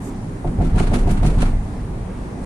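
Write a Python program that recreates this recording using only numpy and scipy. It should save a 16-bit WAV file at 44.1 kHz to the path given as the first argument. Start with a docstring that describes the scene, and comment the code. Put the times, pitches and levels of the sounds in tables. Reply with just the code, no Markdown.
"""Car crossing raised strips

Inside a car at steady speed, front then rear tyres cross six evenly spaced raised strips, heard by a phone
near the dashboard. Impulses ring damped modes of the body shell, cabin panels and front wheel arch; shaped
noise bursts make loose trim rattle, and a last one gives a faint, very bright tick near the end. Behind them lie
road roar in flickering noise bands, narrow hums, a wavering drone and a brief treble rustle, in two channels."""
import sys
import numpy as np
from scipy import signal
from scipy.fft import rfft, irfft
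from scipy.io import wavfile
from scipy.ndimage import uniform_filter1d

SR = 44100
rng = np.random.default_rng(int(sys.argv[2]) if len(sys.argv) > 2 else 0)


def dump_mix(stems):
    """Bounce the given channels to the path in sys.argv[1] as a 16-bit WAV at rate SR."""
    frames = np.atleast_2d(stems).T  # one column per channel
    limited = np.clip(frames, -1, 1)  # hard clip at full scale
    pcm = np.round(limited * 32767).astype(np.int16)
    wavfile.write(sys.argv[1], SR, pcm)


N = 108045
T = np.arange(N) / SR  # s
BIN_HZ = np.fft.rfftfreq(N, 1 / SR) + 1  # one hertz up, so that logarithms exist at zero

# Loose parts knocking on panels and wheel arch:
# (time [s], relative level on high modes and arch [dB], relative level on low modes [dB])
KNOCKS = [(.588, -34.5, -33), (0.487, -45, -31.5), (.515, -49, -30.5), (.624, -28.5, -30), (.650, -38, -24),
          (.783, -39, -32), (.804, -24.5, -21), (.841, -29.5, -36), (.875, -31, -27), (.935, -26.5, -22),
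          (.958, -24, -25.5), (1.084, -28.5, -31), (1.111, -30, -24), (1.25, -28, -25.5),
          (1.283, -34, -25.5), (1.316, -41, -38), (1.410, -46, -25.5), (1.428, -24.5, -31.5),
          (1.481, -45, -25.5), (1.53, -37, -33)]


def undb(db):
    """Decibels are twenty times the decimal logarithm of an amplitude ratio."""
    return 10 ** (np.asarray(db) / 20)


def level(x, db):
    """Root-mean-square normalisation sets the level of a steady signal."""
    return x * undb(db) / np.sqrt(np.mean(x ** 2))


def along(table):
    """Interpolation on a logarithmic frequency axis reads a (frequency [Hz], value) table at every bin."""
    hz, value = np.array(table, float).T
    return np.interp(np.log(BIN_HZ), np.log(hz), value)


def ring(x, hz, t60):
    """A damped mode is a two-pole resonator: a unit kick gives a sine of initial swing 1 that decays."""
    radius = np.exp(-np.log(1000) / (t60 * SR))
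    angle = 2 * np.pi * hz / SR
    return signal.lfilter([0, radius * np.sin(angle)], [1, -2 * radius * np.cos(angle), radius ** 2], x)


def band(x, hz, width):
    """A resonance passes a band whose width is its centre frequency over its quality factor."""
    return signal.lfilter(*signal.iirpeak(min(hz, .45 * SR), hz / width, fs=SR), x)


def walk(rate):
    """Low-passed noise: random levels held 1 / rate s and smoothed twice, with a spread near 1."""
    hold = int(SR / rate)
    steps = np.repeat(rng.standard_normal(N // hold + 1), hold)
    return 1.123 * uniform_filter1d(uniform_filter1d(steps, hold), hold)[:N]


def kicks(times, db):
    """Ideal impulses: one-sample blows excite all modes at once."""
    out = np.zeros(N)
    np.add.at(out, (np.asarray(times) * SR).astype(int), undb(db))
    return out


def soft(push):
    """Contact compliance: rubber and plastic spread a blow over a fraction of a millisecond."""
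    return uniform_filter1d(uniform_filter1d(push, size=19), size=19)


def axles():
    """Wheelbase delay: each strip strikes the front tyres, then the rear tyres a fixed lag later."""
    first_strip_s, strip_period_s, axle_lag_s, strips = .4455, .15682, .14232, 6
    # Strength of the blow at each strip: (front axle [dB], rear axle [dB])
    strip_blows = [(-0.4, 0.1), (0, 0.9), (-2.5, -1), (-2.3, -1.2), (-2, -1.8), (-1.7, 1.2)]
    times = first_strip_s + strip_period_s * np.arange(strips)
    front_db, rear_db = np.array(strip_blows).T
    return kicks(times, front_db), kicks(times + axle_lag_s, rear_db)


def shell():
    """Modal superposition: each axle swings the body modes in its own fixed senses, as a deep boom."""
    # Body shell modes: (frequency [Hz], T60 [s], signed swing per unit front blow, per unit rear blow)
    shell_modes = [(20.11, 0.733, 0.035, 0.011), (25.14, 0.722, 0.05, -0.271),
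                   (27.65, 0.635, -0.039, 0.338), (35.11, 0.588, -0.14, -0.241),
                   (43.42, 0.142, 0.102, 0.369), (50.78, 1.2, -0.044, 0.021), (66.48, 1.168, 0.02, -0.09),
                   (69.08, 0.699, -0.051, 0.091), (76.04, 1.2, -0.019, 0.036),
                   (87.73, 0.294, -0.007, 0.123), (101.32, 0.336, 0.023, 0.118),
                   (116.79, 1.2, -0.017, 0.029), (126.36, 1.2, 0.002, -0.022)]
    front, rear = axles()
    return sum(ring(front_swing * front + rear_swing * rear, hz, t60)
               for hz, t60, front_swing, rear_swing in shell_modes)


def panels():
    """Forced modal vibration: blows, the suspension's shudder and knocking parts ring the cabin panels."""
    kick_gain, shudder_gain, low_modes_hz = 0.33, 3.56, 380
    # Panel modes: (frequency [Hz], T60 [s], relative front-blow level [dB], relative rear-blow level [dB],
    # decay constant of the shudder [s])
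    panel_modes = [(154, 0.24, -29, -31.5, 0.1), (191.7, 0.37, -31.5, -39.5, 0.097),
                   (238.8, 0.28, -33.5, -32, 0.046), (285, 0.081, -30, -39, 0.046),
                   (347, 0.092, -33, -43, 0.065), (415.5, 0.1, -30.5, -58, 0.031),
                   (485.5, 0.077, -36.5, -70, 0.045), (609, 0.055, -35, -56, 0.032),
                   (731, 0.062, -35, -39.5, 0.023), (906, 0.027, -35, -39.5, 0.025)]
    front, rear = axles()
    rows = np.array(KNOCKS)
    out = 0
    for hz, t60, front_db, rear_db, shudder_s in panel_modes:
        shake = rng.standard_normal(N)
        blows = undb(front_db) * front + undb(rear_db) * rear
        shudder = signal.lfilter([1], [1, -np.exp(-1 / (shudder_s * SR))], blows) / np.sqrt(shudder_s * SR)
        knock = kicks(rows[:, 0], rows[:, 2 if hz < low_modes_hz else 1])
        impacts = soft(kick_gain * blows + knock * np.sign(shake))  # each knock has a random sense
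        out = out + ring(impacts + shudder_gain * shudder * shake, hz, t60)
    return out


def clunk():
    """Cavity resonance: front tyres climbing and leaving each strip, and knocking parts, ring a hollow arch."""
    crossing_s, drop_gain = 0.0083, 0.86  # the drop off the far edge: its delay and relative strength
    blow_db, knock_db = -26, -2  # gain of a front blow; share of a knock that reaches the arch
    # Modes of the hollow front wheel arch: (frequency [Hz], T60 [s], relative level [dB])
    arch_modes = [(423, 0.13, -16), (635, 0.066, -10.5), (699, 0.11, -0.5), (746, 0.096, -0.5),
                  (832, 0.049, -5.5)]
    rows, front = np.array(KNOCKS), axles()[0]
    drop = drop_gain * np.roll(front, int(crossing_s * SR))
    knock = kicks(rows[:, 0], rows[:, 1] + knock_db)
    push = soft(undb(blow_db) * (front + drop) + knock)
    return -sum(undb(db) * ring(push, hz, t60) for hz, t60, db in arch_modes)


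def trim():
    """Impact noise: short grainy bursts, mostly loose plastic chattering, with its own grain in each octave."""
    rise_s, tail_s, tail_db = 0.0063, 0.055, -10.5  # the tail is a weaker, slower second decay
    bursts_db, grain_db, chatter_db = -12.5, 0.1, 2.5
    # Rattles, and last a faint, very bright tick near the end:
    # (onset [s], relative level [dB], decay constant [s], tilt about 4 kHz [dB per octave])
    noise_bursts = [(0.469, -40.5, 0.012, -3.5), (0.612, -36, 0.03, 0), (0.64, -34.5, 0.016, 1.3),
                    (0.665, -40, 0.022, 0), (0.694, -40, 0.014, -1), (0.754, -34, 0.021, 0.5),
                    (0.776, -27, 0.024, -0.5), (0.792, -25, 0.017, 1.2), (0.825, -29.5, 0.015, 0),
                    (0.867, -28.5, 0.0095, -1), (0.908, -36, 0.012, 0), (0.9346, -21.5, 0.013, 0.8),
                    (0.952, -24.5, 0.0069, 1.5), (0.984, -32.5, 0.014, 2.5), (1.028, -38.5, 0.012, 1),
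                    (1.072, -34.5, 0.012, 1.5), (1.09, -30, 0.017, -0.5), (1.1083, -25.5, 0.0083, 4.5),
                    (1.17, -31, 0.0099, -0.5), (1.227, -32.5, 0.02, 1), (1.245, -30.5, 0.012, -0.5),
                    (1.259, -27, 0.024, 2), (1.297, -32.5, 0.016, 0), (1.337, -40, 0.02, 3),
                    (1.382, -33.5, 0.03, 1), (1.403, -28.5, 0.0099, -0.5), (1.4166, -22.5, 0.016, 0.8),
                    (1.454, -31.5, 0.02, -0.5), (1.488, -40, 0.013, 1), (2.431, -50, 0.014, 8)]
    # Colour of the bursts: (frequency [Hz], relative spectral density [dB per Hz])
    trim_colour = [(530, -14), (900, 1), (1200, 0), (1370, 2), (1910, -6.5), (2170, -3), (3140, -9.5),
                   (4180, -12), (5240, -16), (8550, -16), (9290, -15.5), (11400, -28.5), (11900, -38),
                   (15000, -45), (15500, -46)]
    # Resonant bumps in the colour: (frequency [Hz], width [Hz], height [dB])
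    trim_bumps = [(1350, 140, 1.5), (2150, 250, 0), (4250, 150, 3.5), (9430, 650, 4)]
    rows = np.array(noise_bursts)
    # Power envelopes: an exponential rise, then the two decays
    since_peak = T - rows[:, :1] - rise_s
    twice_away = 2 * abs(since_peak)
    fall = np.exp(-twice_away / np.maximum(rows[:, 2:3], .002))
    fall = fall + undb(2 * tail_db) * np.exp(-twice_away / tail_s)
    shapes = np.where(since_peak < 0, np.exp(-twice_away / rise_s), fall)
    # Single contacts, 40 samples each, differ in size
    sizes = np.repeat(np.minimum(rng.exponential(size=N // 40 + 1), 3.0), 40)[:N]
    contacts = undb(chatter_db * sizes - chatter_db)
    bumps = sum(db / (1 + ((BIN_HZ - f) / width * 2) ** 2) for f, width, db in trim_bumps)
    gain = undb(along(trim_colour) + bumps) * np.minimum(BIN_HZ / 900, 1) ** 2
    gain = gain / np.sqrt(np.sum(gain[BIN_HZ > 2500] ** 2) / len(BIN_HZ))  # unit power in the treble
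    place = np.clip(np.log2(BIN_HZ / 4000), -2, 2)  # octaves from 4 kHz
    out, shared = 0, walk(300)
    for octave in range(-2, 3):
        power = undb(2 * (rows[:, 1] + bursts_db + octave * rows[:, 3])) @ shapes
        roughness = undb(grain_db * shared + 1.15 * walk(60.0))
        grains = rng.standard_normal(N) * contacts * roughness
        share = np.sqrt(np.clip(1 - abs(place - octave), 0, 1))
        out = out + rfft(grains * np.sqrt(power)) * share
    return irfft(out * gain, N)


def road():
    """Filtered broadband noise: half-octave bands of tyre and wind roar flicker independently, over hums."""
    road_db, swell_db, flicker_db, treble_flicker_db = -26, 0.01, 2, 2  # the shared swell is minute
    hum_width_hz = 7.4
    # Roar over time: (time [s], bass lift below 120 Hz [dB], middle lift up to 3 kHz [dB])
    roar_course = [(0, -2.5, -0.5), (.4, -3.5, -0.5), (.62, 3.5, 1.5), (1.1, 7.5, 4.5), (1.45, 3, 3.5),
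                   (1.56, 7, 0.5), (1.62, -2, 0.1), (1.8, 0, -0.5), (2.05, 1.5, 0), (2.25, -2, 0.5),
                   (2.45, -4, 0.6)]
    # Roar spectrum: (frequency [Hz], relative spectral density [dB per Hz])
    road_colour = [(16, -3.5), (43, 3), (60, -6), (76, -11), (113, -4), (151, -9), (190, -5.5),
                   (232, -13.5), (284, -11.5), (338, -20.5), (368, -17.5), (600, -24.5), (756, -24.5),
                   (1200, -32.5), (1420, -36), (1900, -38.5), (2400, -43), (2900, -48.5), (3800, -49.5),
                   (5190, -52.5), (7500, -51), (9230, -47.5), (10500, -56), (11500, -69.5), (13800, -81),
                   (15500, -82)]
    # Engine and tyre-cavity tones: (frequency [Hz], rms level [dB])
    hum_tones = [(188.4, -49), (242.2, -41), (366, -51)]
    rows = np.array(roar_course)
    white = rfft(rng.standard_normal(N))
    swell, out = walk(3.62), 0
    coloured = white * undb(along(road_colour)) * np.minimum(BIN_HZ / 16, 1) ** 2
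    scale = undb(road_db) / np.std(irfft(coloured, N))
    for centre in 16 * 2 ** np.arange(0, 10.1, .5):
        share = np.clip(1 - 2 * abs(np.log2(BIN_HZ / centre)), 0, 1)
        lift = np.interp(T, rows[:, 0], rows[:, 1 if centre < 120 else 2])
        common = (lift + swell_db * swell) * (centre < 3000)
        flicker = (flicker_db if centre < 1500 else treble_flicker_db) * walk(12.05)
        out = out + irfft(coloured * share, N) * undb(common + flicker)
    hum = sum(level(band(rng.standard_normal(N), f, hum_width_hz), db) for f, db in hum_tones)
    return scale * out + hum


def drone():
    """Frequency modulation: a low sine wavers in pitch and level as it comes and goes."""
    pitch_hz, waver_hz = 102.3, 4.25
    # Level course: (time [s], mean rms level [dB])
    drone_course = [(0, -39.5), (1.45, -38), (1.582, -31), (1.82, -34), (2.0, -48.5), (2.45, -41.5)]
    rows = np.array(drone_course)
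    phase = 2 * np.pi * np.cumsum(pitch_hz + waver_hz * walk(15)) / SR
    tone = np.sin(phase) * np.sqrt(2)  # unit rms
    return tone * undb(np.interp(T, rows[:, 0], rows[:, 1]) + 2.0 * walk(10.14))


def rustle():
    """Band-limited noise under a Gaussian envelope: a brief, soft, flickering treble rustle."""
    peak_s, spread_s, centre_hz, width_hz, steady_db = 0.063, 0.045, 7600, 3800, -49.5
    once = band(rng.standard_normal(N), centre_hz, width_hz)
    hiss = level(band(once, centre_hz, width_hz), steady_db)
    return hiss * np.exp(-((T - peak_s) / spread_s) ** 2) * undb(2.0 * walk(110))


def spread(mid, other):
    """Interchannel coherence: a second draw of the cabin sound, as side signal, sets two microphones apart."""
    # Coherence: (frequency [Hz], left-right correlation aimed at)
    ear_likeness = [(60, 0.99), (130, 1), (290, 0.94), (640, 0.49), (1410, -0.04), (3100, -0.14),
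                    (6820, 0.026), (15000, 0.072)]
    # Balance: (frequency [Hz], left minus right level [dB])
    ear_lean = [(60, -0.1), (110, -1.3), (200, -0.5), (380, -4), (700, 2), (1290, 1), (2380, 0.3),
                (4400, 0), (8120, -1), (10500, -9), (12500, -17), (15000, -9)]
    correlation = np.clip(along(ear_likeness), -.99, .999)
    lean = undb(along(ear_lean) / 2)
    middle = rfft(mid)
    side = rfft(other) * np.sqrt((1 - correlation) / (1 + correlation))
    return irfft(np.array([(middle + side) * lean, (middle - side) / lean]), N)


def cabin():
    """Superposition: each call draws fresh noise and knock senses; the panel blows stay alike."""
    return panels() + trim() + road() + rustle()


def scene():
    """Linear superposition of centred and spread sources, with short fades at both ends."""
    samples = np.arange(N)
    edge = np.minimum(np.minimum(samples, samples[::-1]) / 150, 1)
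    centred = shell() + drone() + clunk()
    return spread(edge * (centred + cabin()), edge * cabin())


def record(dry):
    """Band limiting and saturation: the phone drops the deepest sway, rounds loud peaks and cuts the top."""
    rounding, top_hz = 0.45, 15400
    dry = signal.sosfilt(signal.butter(1, 6, "high", fs=SR, output="sos"), dry)
    rounded = np.tanh(rounding * dry) / rounding
    return signal.sosfilt(signal.ellip(8, .2, 70, top_hz, fs=SR, output="sos"), rounded)


dry = scene()
out = record(dry)
dump_mix(out)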